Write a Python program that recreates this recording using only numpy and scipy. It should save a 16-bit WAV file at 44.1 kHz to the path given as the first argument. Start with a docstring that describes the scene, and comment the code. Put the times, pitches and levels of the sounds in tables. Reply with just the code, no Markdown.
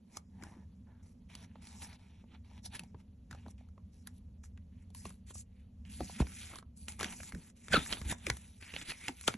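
"""Book pages and a plastic sleeve

Pages of a hardcover book are turned on a leather couch, then a print and a plastic sleeve are picked up.
Fingers and sheets rub as filtered grains, paper and plastic snap as bursts that ring resonators, covers thud
on the cushion as sagging sines and the sleeve squeaks once as a gliding harmonic tone.
A low rumble of filtered noise and a faint hiss lie under it; the mono mix is widened to stereo by frequency.
"""
import sys
import numpy as np
from scipy import signal
from scipy.fft import rfft, irfft, next_fast_len
from scipy.io import wavfile

SR = 44100
rng = np.random.default_rng(int(sys.argv[2]) if len(sys.argv) > 2 else 0)


def materialize(psi):
    """Save the field psi as 16-bit PCM at rate SR to the path in sys.argv[1].

    A 1-D psi becomes a single channel; in a 2-D psi each row is a channel.
    """
    bounded = np.clip(np.atleast_2d(psi).T, -1, 1)
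    quanta = np.round(bounded * 32767).astype(np.int16)
    wavfile.write(sys.argv[1], SR, quanta)


def volts_from_decibels(level):
    """Turn decibel levels (scalar or array-like) into linear amplitude factors."""
    exponent = np.asarray(level, float) / 20
    return 10 ** exponent


N = 413216
TIME = np.arange(N) / SR
SIZE = next_fast_len(N + SR // 2)
HZ = np.maximum(np.arange(SIZE // 2 + 1) * SR / SIZE, 1)


def rms_one(x):
    """Normalisation: scale to unit rms."""
    return x / np.sqrt(np.mean(x ** 2) + 1e-20)


def peak_one(x):
    """Normalisation: scale to unit peak."""
    return x / np.max(np.abs(x))


def in_time(rows):
    """Linear interpolation: the columns of a curve at every sample."""
    s, *columns = np.transpose(rows)
    return [np.interp(TIME, s, c) for c in columns]


def at_hz(points):
    """Interpolation on a log frequency axis: a spectrum at every frequency."""
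    hz, values = np.array(points).T
    return np.interp(np.log(HZ), np.log(hz), values)


def colour(x, gain):
    """Linear filtering: weight the spectrum by a gain."""
    return irfft(rfft(x, SIZE) * gain, SIZE)[..., :N]


def drift(rate_hz):
    """Low-passed noise: a slow random fluctuation of unit rms."""
    return rms_one(colour(rng.standard_normal(N), 1 / (1 + (HZ / rate_hz) ** 2)))


def ring(x, hz, t60):
    """Damped resonator: a unit click sets a decaying sine of height 1 ringing."""
    radius = volts_from_decibels(-60 / (t60 * SR))
    angle = 2 * np.pi * min(hz, .4 * SR) / SR
    return signal.lfilter([0, np.sin(angle)], [1, -2 * radius * np.cos(angle), radius * radius], x)


def follow(x, hz, width_hz):
    """Heterodyne filter: a moving resonance is shifted to zero, smoothed and shifted back."""
    turn = np.exp(2j * np.pi * np.cumsum(hz) / SR)
    radius = np.exp(-np.pi * width_hz / SR)
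    return np.real(turn * signal.lfilter([1], [1, -2 * radius, radius * radius], x / turn))


def add(out, s, sound):
    """Superposition: mix a sound in from time s."""
    i = round(s * SR)
    out[i:i + len(sound)] += sound[:N - i]


def rub():
    """Friction noise: grains catch in clumps over a smooth hiss; the bent sheet rings as it is gripped."""
    # tone of the handled material, stage by stage: book first, then print, then plastic sleeve
    # (from [s], hollow part [dB], ring of the bent sheet at gloss 0 [Hz], share of that ring [0-1])
    held = [(0.0, 4, 2180, 0.56), (1.25, -3, 2630, 0.06), (2.9, -0.5, 2900, 0.1), (4.3, -5, 2150, .15),
            (5.5, -10.5, 3000, 0), (6.501, -0.5, 2200, 0.18), (7.55, -4, 3920, 0.26),
            (8.55, -12, 2510, 0.16)]
    # colour of the rub, shaping each band before it is levelled: (frequency [Hz], density [dB per Hz])
    rub_colour = [(250, 5.5), (500, -8), (760, -5), (900, -2), (1080, -7.5), (1500, -4.5), (2400, 0),
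                  (3600, -6.5), (5000, -14.5), (7000, -13.5), (10500, 4), (12200, 8), (14000, -30)]
    grains_per_s, crackles_per_s, crackle = 2500, 120, 0.43
    spread_db, clump_db, smooth = 3.0, -0.5, 1.0
    low_hz, high_hz, top_hz = 1350, 4800, 8800   # band edges
    bend_octaves_per_db, bend_width_hz = 0.015, 750   # glossier contact rings higher
    top_slope = 0.24   # a glossier slide is brighter still at the very top

    level, gloss_db = strokes()
    holding = np.searchsorted([row[0] for row in held[1:]], TIME)
    _, hollow_db, bend_hz, bend_share = np.array(held)[holding].T
    bend_hz = bend_hz * 2 ** (bend_octaves_per_db * gloss_db)

    sizes = volts_from_decibels(spread_db * np.minimum(rng.exponential(1, N), 5)) * rng.choice([-1, 1], N)
    grains = rms_one(sizes * (rng.random(N) < grains_per_s / SR))
    crackles = rms_one(sizes * (rng.random(N) < crackles_per_s / SR))   # sparse small creases
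    source = grains + crackle * crackles + smooth * rng.standard_normal(N)
    source = source * volts_from_decibels(clump_db * drift(21.0))

    low = 1 / (1 + (HZ / low_hz) ** 6)
    high = 1 / (1 + (high_hz / HZ) ** 8)
    top = 1 / (1 + (top_hz / HZ) ** 12)
    bands = np.array([low, 1 - low - high, high - top, top])
    hollow, middle, sheen, air = map(rms_one, colour(source, volts_from_decibels(at_hz(rub_colour)) * bands))
    bend = rms_one(follow(source, bend_hz, bend_width_hz))
    middle = bend_share * bend + (1 - bend_share) * middle

    gains_db = [hollow_db, -1.5, gloss_db + 7, (1 + top_slope) * gloss_db + 0.1]
    flicker_db = [1.1 * drift(31.0) for _ in gains_db]
    parts = [hollow, middle, sheen, air]
    return level * sum(volts_from_decibels(g + f) * p for g, f, p in zip(gains_db, flicker_db, parts))


def strokes():
    """Incoherent addition: slides and flicks sum by power into a contact strength and a mean gloss."""
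    # sheets and fingers sliding under steady contact:
    # (start [s], end [s], start level [dB], end level [dB], gloss [dB])
    slides = [(0.44, 0.637, -63, -77, -14), (0.871, 1.015, -75, -81.5, -32), (1.03, 1.123, -80, -84.5, -1),
              (1.296, 1.447, -69, -64.5, -7), (1.47, 1.623, -84, -71.5, -19.5),
              (1.62, 1.84, -68.5, -65, -1), (1.89, 1.954, -64.5, -62.5, -11),
              (1.99, 2.221, -71.5, -76, -14), (2.449, 2.591, -76.5, -69, -10.5),
              (3.313, 3.526, -67.5, -82, -12.5), (3.46, 3.513, -86, -80.5, 26),
              (3.93, 4.056, -87, -89, 4.5), (4.14, 4.184, -92, -92, 18), (4.72, 4.835, -83, -76, -12),
              (4.952, 5.058, -68, -71.5, 5), (5.05, 5.154, -83, -88, 12), (5.272, 5.31, -68.5, -61, 1),
              (5.345, 5.411, -68.5, -68, 8), (5.861, 5.91, -63.5, -74, -11), (5.898, 6.21, -64, -60, 1),
              (6.228, 6.398, -67.5, -54, -3), (6.413, 6.596, -51.5, -61, -5),
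              (6.771, 6.87, -74.5, -80.5, 9.5), (7, 7.084, -44.5, -48.5, -10),
              (7.092, 7.139, -56.5, -55.5, -2.1), (7.15, 7.301, -65.5, -62, 3),
              (7.32, 7.502, -67.5, -66.5, -3), (7.563, 7.722, -74, -64, -1.5), (7.79, 8.05, -53, -72, 20),
              (8.16, 8.297, -67.5, -49.5, -8), (8.317, 8.603, -60, -75.5, -3.5),
              (8.609, 8.725, -55.5, -51, -13.5), (8.738, 8.825, -48.5, -43, -14),
              (8.932, 9.069, -60, -49.5, -9), (9.116, 9.256, -72.5, -56.5, -0.5)]
    # sheets flicked or crumpled, swelling to a peak; rise and fall are the times to change by span_db:
    # (peak time [s], level [dB], rise [s], fall [s], gloss [dB])
    flicks = [(0.167, -62.5, 0.094, 0.054, 0), (0.43, -64.5, 0.13, .1, -14.5), (1.83, -55, 0.052, 0.12, -3),
              (2.348, -60.5, 0.091, 0.042, -24), (2.66, -55, 0.03, 0.029, 6),
              (2.757, -47.5, 0.056, 0.04, -7), (2.8, -64.5, 0.022, 0.16, -9.5),
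              (3.004, -69.5, 0.044, 0.032, -9), (3.582, -73.5, 0.0082, 0.2, -12),
              (4.072, -73, .005, 0.14, -3), (4.44, -64.5, 0.013, .06, 0.5), (5.052, -56, 0.0056, .12, -1),
              (6.211, -45, 0.12, 0.04, -10), (5.6, -73.5, 0.24, 0.14, -14), (6.888, -54, 0.018, 0.13, 1),
              (7.735, -26.5, 0.039, .12, -12.5), (7.923, -42.5, 0.13, 0.14, -7),
              (8.116, -36, 0.094, 0.043, -8), (8.304, -27, 0.0066, 0.0047, -33),
              (8.906, -38.5, 0.079, 0.052, -10), (9.081, -49, 0.025, 0.078, -5.5),
              (9.277, -41, 0.017, 0.1, -6)]
    span_db = 30
    touch_db_per_s, let_go_db_per_s = 1701.5, 893   # a slide sets in and dies away
    levels_db, gloss_db = [], []
    for start, end, start_db, end_db, gloss in slides:
        outside = np.maximum(touch_db_per_s * (start - TIME), let_go_db_per_s * (TIME - end))
        levels_db.append(np.interp(TIME, [start, end], [start_db, end_db]) - np.maximum(0, outside))
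        gloss_db.append(gloss)
    for s, db, rise, fall, gloss in flicks:
        away = np.maximum((s - TIME) / max(rise, .001), (TIME - s) / max(fall, .001))
        levels_db.append(db - span_db * away)
        gloss_db.append(gloss)
    power = np.array([volts_from_decibels(2 * np.maximum(db, -150)) for db in levels_db])
    total = power.sum(axis=0)
    return np.sqrt(total), np.array(gloss_db) @ power / total


def page_gaps(x):
    """Sympathetic resonance: while the book lies open, the slits between its pages ring along."""
    # air between the pages: (resonance [Hz], width [Hz], level [dB])
    gaps = [(893, 350, 2), (1727, 96, -8), (2240, 31, -6), (3860, 1100, -5), (5550, 460, 4.5)]
    book_shut_s = 4.2
    response = sum(volts_from_decibels(db) / (1 + 2j * (HZ - hz) / width_hz) for hz, width_hz, db in gaps)
    return x + colour(x * (TIME < book_shut_s), response)


def patches(x, patchy_db=2.5, rate_hz=6.2, count=14):
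    """Uneven radiation: as the sheet flexes, each slice of the spectrum swells and sinks on its own."""
    place = np.interp(np.log(HZ), np.log([500, 12000]), [0, count - 1])
    # overlapping triangles that sum to one
    slices = colour(x, np.clip(1 - np.abs(place - np.arange(count)[:, None]), 0, 1))
    return sum(volts_from_decibels(patchy_db * drift(rate_hz)) * part for part in slices)


def snaps():
    """Buckling instability: a sheet lets go in a brief burst after a faint lead-in, rings and rustles."""
    # paper and plastic buckling: (release [s], level [dB], ring [Hz], crispness [dB])
    buckles = [(0.17, -32, 1110, -0.5), (0.424, -37.5, 2190, -22), (0.436, -35.5, 1440, -8),
               (1.352, -38.5, 4500, -2.5), (1.555, -47.5, 860, -58), (1.82, -42, 2750, -5),
               (1.928, -44.5, 2080, -30), (2.24, -51, 880, -37), (2.512, -51, 860, -18),
               (2.75, -39.5, 2560, 7), (2.794, -31, 2750, -3.5), (2.835, -45, 780, -7),
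               (2.945, -48.5, 920, -69), (3.311, -36, 1760, -10.5), (3.328, -38, 1410, -15),
               (3.348, -40, 890, -17.5), (3.462, -42, 885, -54), (3.482, -46.5, 876, -8),
               (3.58, -57, 3020, -28), (3.61, -54, 760, -38), (3.687, -56.5, 1420, -11),
               (3.778, -48, 960, -48), (4.072, -39.5, 1820, 12), (4.439, -45.5, 1680, -18),
               (4.575, -48, 1910, -18), (4.903, -56, 820, -1), (4.948, -44.5, 990, 8),
               (5.054, -32, 1070, -21.5), (5.078, -54, 2790, -11), (5.093, -50, 1060, 7),
               (5.104, -43, 1180, -8), (5.307, -43, 1140, -22), (5.355, -43, 1280, -9),
               (5.851, -47, 2980, -23), (6.006, -25.5, 756, -20), (6.096, -37.5, 895, -29),
               (6.201, -23.5, 970, -18), (6.221, -32, 850, -18), (6.269, -35, 1950, -19),
               (6.536, -37.5, 1250, -24), (6.557, -37.5, 1110, -4.5), (6.586, -34.5, 1300, -7.5),
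               (6.626, -41.5, 1290, -32), (6.883, -26, 2380, -10.5), (6.921, -41, 3190, 0),
               (6.993, -33, 1200, -2), (7.009, -24.5, 1370, -7), (7.03, -19, 1630, -12),
               (7.044, -18.5, 2700, -15), (7.125, -38, 1840, 0), (7.203, -33, 2090, -51),
               (7.232, -34.5, 1860, -6), (7.322, -34.5, 2040, -13), (7.348, -37, 1740, -7),
               (7.683, -30.5, 2580, -15.5), (7.768, -17, 1380, -16), (7.862, -28.5, 1900, -15.5),
               (7.926, -17, 3860, -26), (7.933, -18.5, 3170, -38), (7.97, -33, 2760, -57.5),
               (8.015, -33.5, 1740, -10), (8.124, -21.5, 890, -15), (8.267, -15, 2570, -15),
               (8.3, -15, 1880, -10), (8.369, -43, 1840, 2.5), (8.625, -37, 2490, -17),
               (8.738, -26.5, 2510, -46), (8.763, -22, 2860, -29), (8.919, -26.5, 2480, -16),
               (9.082, -18.5, 2780, -14.5), (9.088, -28.5, 950, -32), (9.211, -40.5, 2480, 1),
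               (9.239, -37.5, 3000, -14), (9.278, -15.5, 3350, -1.5), (9.282, -12, 1170, -18),
               (9.34, -28.5, 2440, -16)]
    lead_s, lead_in_db, lead_in_s = 0.02, -24.5, 0.0056   # faint noise rises before each snap
    burst_s, slack_db = 0.00054, 9.0   # shortest time constant, and its growth with the moving sheet
    rustle_db, rustle_s = -8.5, 0.0043
    cycles, ring_share = 8.0, 0.59   # ring periods per 60 dB of decay
    # crisp buckles are broader and crack higher
    wide_db, wide_per_crisp = 3.5, 0.46
    treble_db, crack_hz, crack_octaves_per_db = 10.0, 6800, 0.08
    # dull, low buckles move more of the sheet
    body_db, body_hz, body_per_crisp, body_db_per_octave = -24.5, 480, -0.3, -5.5

    out, t = np.zeros(N), TIME[:4096]
    noise = rng.standard_normal((len(buckles), 2, len(t)))
    wide_band = signal.butter(2, [900, 4600], "band", fs=SR, output="sos")
    after = np.maximum(t - lead_s, 0)
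    lead_in = volts_from_decibels(lead_in_db) * np.exp(np.minimum(t - lead_s, 0) / lead_in_s)
    rustle = volts_from_decibels(rustle_db) * np.exp(-after / rustle_s)
    for (s, db, hz, crisp_db), (first, second) in zip(buckles, noise):
        low_db = body_db + body_per_crisp * crisp_db + body_db_per_octave * np.log2(hz / 1500)
        lasts = burst_s * (1 + volts_from_decibels(low_db + slack_db))   # the more sheet moves, the slower it lets go
        release = after / lasts * np.exp(-after / lasts)
        shape = np.where(t < lead_s, lead_in, release + rustle)
        burst = first * shape

        corner_hz = min(crack_hz * 2 ** (crack_octaves_per_db * crisp_db), .4 * SR)
        crack_band = signal.butter(2, corner_hz, "high", fs=SR, output="sos")
        ringing = peak_one(ring(burst, hz, cycles / hz))
        wide = volts_from_decibels(wide_db + wide_per_crisp * crisp_db) * peak_one(signal.sosfilt(wide_band, burst))
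        crack = volts_from_decibels(crisp_db + treble_db) * peak_one(signal.sosfilt(crack_band, second * shape))
        body = volts_from_decibels(low_db) * peak_one(ring(burst, body_hz, 1.0 / body_hz))
        sound = ring_share * ringing + (1 - ring_share) * wide + crack + body
        add(out, s - lead_s, volts_from_decibels(db) * sound)
    return out


def thuds():
    """Damped impact: an uneven push sags in pitch as squeezed air escapes; a deep cushion note swells."""
    # covers and sheets landing on the cushion:
    # (time [s], level [dB], end pitch [Hz], weight on the cushion [dB re the deep note's own gain])
    landings = [(0.424, -39.5, 199, -20), (0.559, -51.5, 259, -25), (2.792, -47.5, 167, -14),
                (2.941, -41, 78, -19), (3.327, -34, 71, -23), (3.456, -41.5, 214.3, -23),
                (5.057, -39, 175.4, -18), (6.006, -29.5, 227, -5.5), (6.204, -0.5, 91.8, -20),
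                (7, -44, 232, -22), (7.03, -37, 225, -24), (7.045, -39, 190, -16), (7.331, -38, 158.3, -1),
                (7.353, -31.5, 161.6, -33), (7.738, -16.5, 289, -33.5), (7.772, -18, 137.7, -18),
                (8.013, -32.5, 83, -1), (8.053, -43, 89, 14), (8.109, -35, 88, -16), (8.267, -29, 310, -17),
                (8.302, -26.5, 94.3, -8), (8.727, -46, 61, 2.5), (9.086, -36.5, 248, -24),
                (9.282, -36, 109, -21), (9.337, -36.5, 200, -29)]
    pitch_excess, fall_s, rise_s = 2.51, 0.00437, 0.0078   # start pitch is 1 + excess times the end pitch
    deep_gain_db, deep_hz, deep_t60, deep_rise_s = 11.0, 64, 0.11, 0.022
    soft_db, soft_t60_s, t60_halves_db = -50, .21, 16.5   # harder landings are squeezed dead sooner
    uneven_db, cut_hz = 4.0, 35

    out, t = np.zeros(N), TIME[:SR // 3]
    deep = (1 - np.exp(-t / deep_rise_s)) * volts_from_decibels(-60 * t / deep_t60) * np.sin(2 * np.pi * deep_hz * t)
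    for s, db, hz, deep_db in landings:
        t60 = soft_t60_s * .5 ** ((db - soft_db) / t60_halves_db)
        cycles = hz * (t + pitch_excess * fall_s * (1 - np.exp(-t / fall_s)))
        push = volts_from_decibels(-60 * t / t60) * (1 - np.exp(-t / rise_s)) * np.sin(2 * np.pi * cycles)
        add(out, s, volts_from_decibels(db) * (push + volts_from_decibels(deep_db + deep_gain_db) * deep))
    # the very lowest frequencies are cut away
    high_pass = signal.butter(2, cut_hz, "high", fs=SR, output="sos")
    return signal.sosfilt(high_pass, out * volts_from_decibels(uneven_db * drift(98.0)))


def squeak(jitter=0.033, waver_db=-4.0, fade_s=0.016):
    """Stick-slip: plastic slips over plastic at a gliding rate, uneven in pitch and strength."""
    # (time [s], slip rate [Hz], level [dB])
    slips = [(7.712, 1707, -38), (7.742, 1482, -24.5), (7.761, 1306, -27), (7.796, 1410, -53)]
    # (multiple of the slip rate [1], level [dB re fundamental])
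    overtones = [(2, -12), (3, -12)]
    hz, db = in_time(slips)
    phase = 2 * np.pi * np.cumsum(hz * (1 + jitter * drift(150.))) / SR
    tone = np.sin(phase)
    for multiple, overtone_db in overtones:
        tone = tone + volts_from_decibels(overtone_db + waver_db * drift(200.)) * np.sin(multiple * phase)
    gate = np.clip(np.minimum(TIME - slips[0][0], slips[-1][0] - TIME) / fade_s, 0, 1)
    return np.sqrt(2) * volts_from_decibels(db + waver_db * drift(200.)) * gate * tone


def room(x):
    """Reverberation: six feedback delays a side, duller on every round."""
    t60_s, level_db, wall_cut_hz = 0.18, -17, 2500   # decay before the wall loss
    wet = np.zeros((2, len(HZ)), complex)
    for k, lag in enumerate(rng.uniform(0.01, 0.027, 12)):
        delay = np.exp(-2j * np.pi * HZ * lag)
        loop = volts_from_decibels(-60 * lag / t60_s) / (1 + 1j * HZ / wall_cut_hz) * delay
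        wet[k % 2] += loop / (1 - loop) * (-1) ** (k // 2)
    return volts_from_decibels(level_db) * colour(x, wet / (1 + (250 / HZ) ** 4))   # soft furniture, little low echo


def widen(x):
    """Stereo decorrelation: phase and balance of a mono mix turn by frequency; random flutter loosens it."""
    # (frequency [Hz], phase by which left leads [rad])
    side_phase = [(0, 0), (1890, 0.0), (2580, 0.5), (3960, 0.8), (4500, 1.3), (4720, 1.9), (4980, 4.4),
                  (5250, 5.2), (5680, 6.2), (6200, 6.4), (8350, 9.1), (9560, 9.5), (11800, 12.4),
                  (13800, 12.7), (14500, 15.3), (15200, 15.1)]
    # (frequency [Hz], left minus right [dB])
    side_balance = [(60, 0.0), (120, -0.5), (240, -1.5), (480, -2.0), (950, -1.0), (1890, -0.5),
                    (3770, -1.0), (7520, 0.0), (15000, 0.0)]
    # strength of the flutter: (frequency [Hz], level [dB])
    flutter_colour = [(150, -34), (300, -18), (550, -11), (1000, -16), (1700, -24), (2700, -9), (3800, -10),
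                      (4850, -7), (5400, -10), (5900, -14), (7200, -9), (8300, -16), (9300, -30),
                      (11000, -15), (15000, -20)]
    # half of each difference goes to either side, as a complex log gain
    half = .5j * np.interp(HZ, *np.transpose(side_phase)) + np.log(10) / 40 * at_hz(side_balance)
    flutter = np.array([drift(25.), drift(25.)])   # independent on each side
    return colour(x, np.exp([half, -half])) + flutter * colour(x, volts_from_decibels(at_hz(flutter_colour)))


def rumble():
    """Band-limited noise: a low rumble whose level rises and dips, with thud tails and page air in it."""
    # (time [s], level [dB], lean towards the lowest band [dB])
    swell = [(0.0, -65, -4), (0.49, -57, -2.1), (0.8, -58.5, 0.3), (1.7, -58.5, -1.5), (2.3, -59, 2),
             (3.0, -58.5, 0.1), (4.0, -59, -0.2), (5.6, -57.5, 2.5), (6.13, -53.5, -3.3), (6.5, -60, 0.5),
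             (7.2, -56, 0.1), (7.44, -66, -2), (8.1, -56, 0.6), (8.82, -66.5, 0.5), (9.37, -62.5, 0.6)]
    # colour, shaping each band before it is levelled: (frequency [Hz], density [dB per Hz])
    rumble_colour = [(22, -22), (40, 0), (55, -1), (70, 11), (95, 6), (140, -8.5), (190, 4), (215, 1),
                     (240, 3), (272, -11.5), (310, -19.5), (500, -47.5), (900, -33), (1500, -42)]
    db, lean_db = in_time(swell)
    deep = 1 / (1 + (HZ / 140) ** 6)
    bands = volts_from_decibels(at_hz(rumble_colour)) * np.array([deep, 1 - deep])
    below, above = map(rms_one, colour(rng.standard_normal(N), bands))
    below = volts_from_decibels(2.5 + lean_db + 1.33 * drift(3.8)) * below
    above = volts_from_decibels(-2.2 - lean_db + 1.2 * drift(2.4)) * above
    return volts_from_decibels(db) * (below + above)


def faint_hiss():
    """Stationary noise: a steady coloured hiss above 250 Hz."""
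    # (frequency [Hz], relative density [dB per Hz])
    hiss_colour = [(300, 12), (1000, -7), (3000, -4), (8000, -21), (12000, 1)]
    return volts_from_decibels(-77) * rms_one(colour(rng.standard_normal(N), volts_from_decibels(at_hz(hiss_colour)) * (HZ > 250)))


def diffuse_air():
    """Diffuse field: low-middle noise around 450 Hz, independent on the two sides."""
    return volts_from_decibels(-76.5) * rms_one(colour(rng.standard_normal((2, N)), 1 / (1 + ((HZ - 450) / 180) ** 2)))


def scene():
    """Superposition: hands at work, the room around them and a faint hiss."""
    hands = patches(page_gaps(rub())) + snaps() + thuds() + squeak()
    return widen(hands + rumble() + faint_hiss()) + room(hands) + diffuse_air()


def low_pass(x):
    """Removes everything above the highest recorded frequency."""
    return signal.sosfilt(signal.butter(12, 15670, fs=SR, output="sos"), x)


def record(dry):
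    """Frequency response: an overall tone with the highest treble steeply cut shapes the finished mix."""
    # overall tone: (frequency [Hz], gain [dB])
    overall_tone = [(20, 0.5), (4000, -1.5), (6000, -2), (10500, -1.5), (11500, -12), (12500, -31),
                    (15500, -40.5)]
    mix = colour(dry, volts_from_decibels(at_hz(overall_tone)))
    return low_pass(mix)


dry = scene()
out = record(dry)
materialize(out)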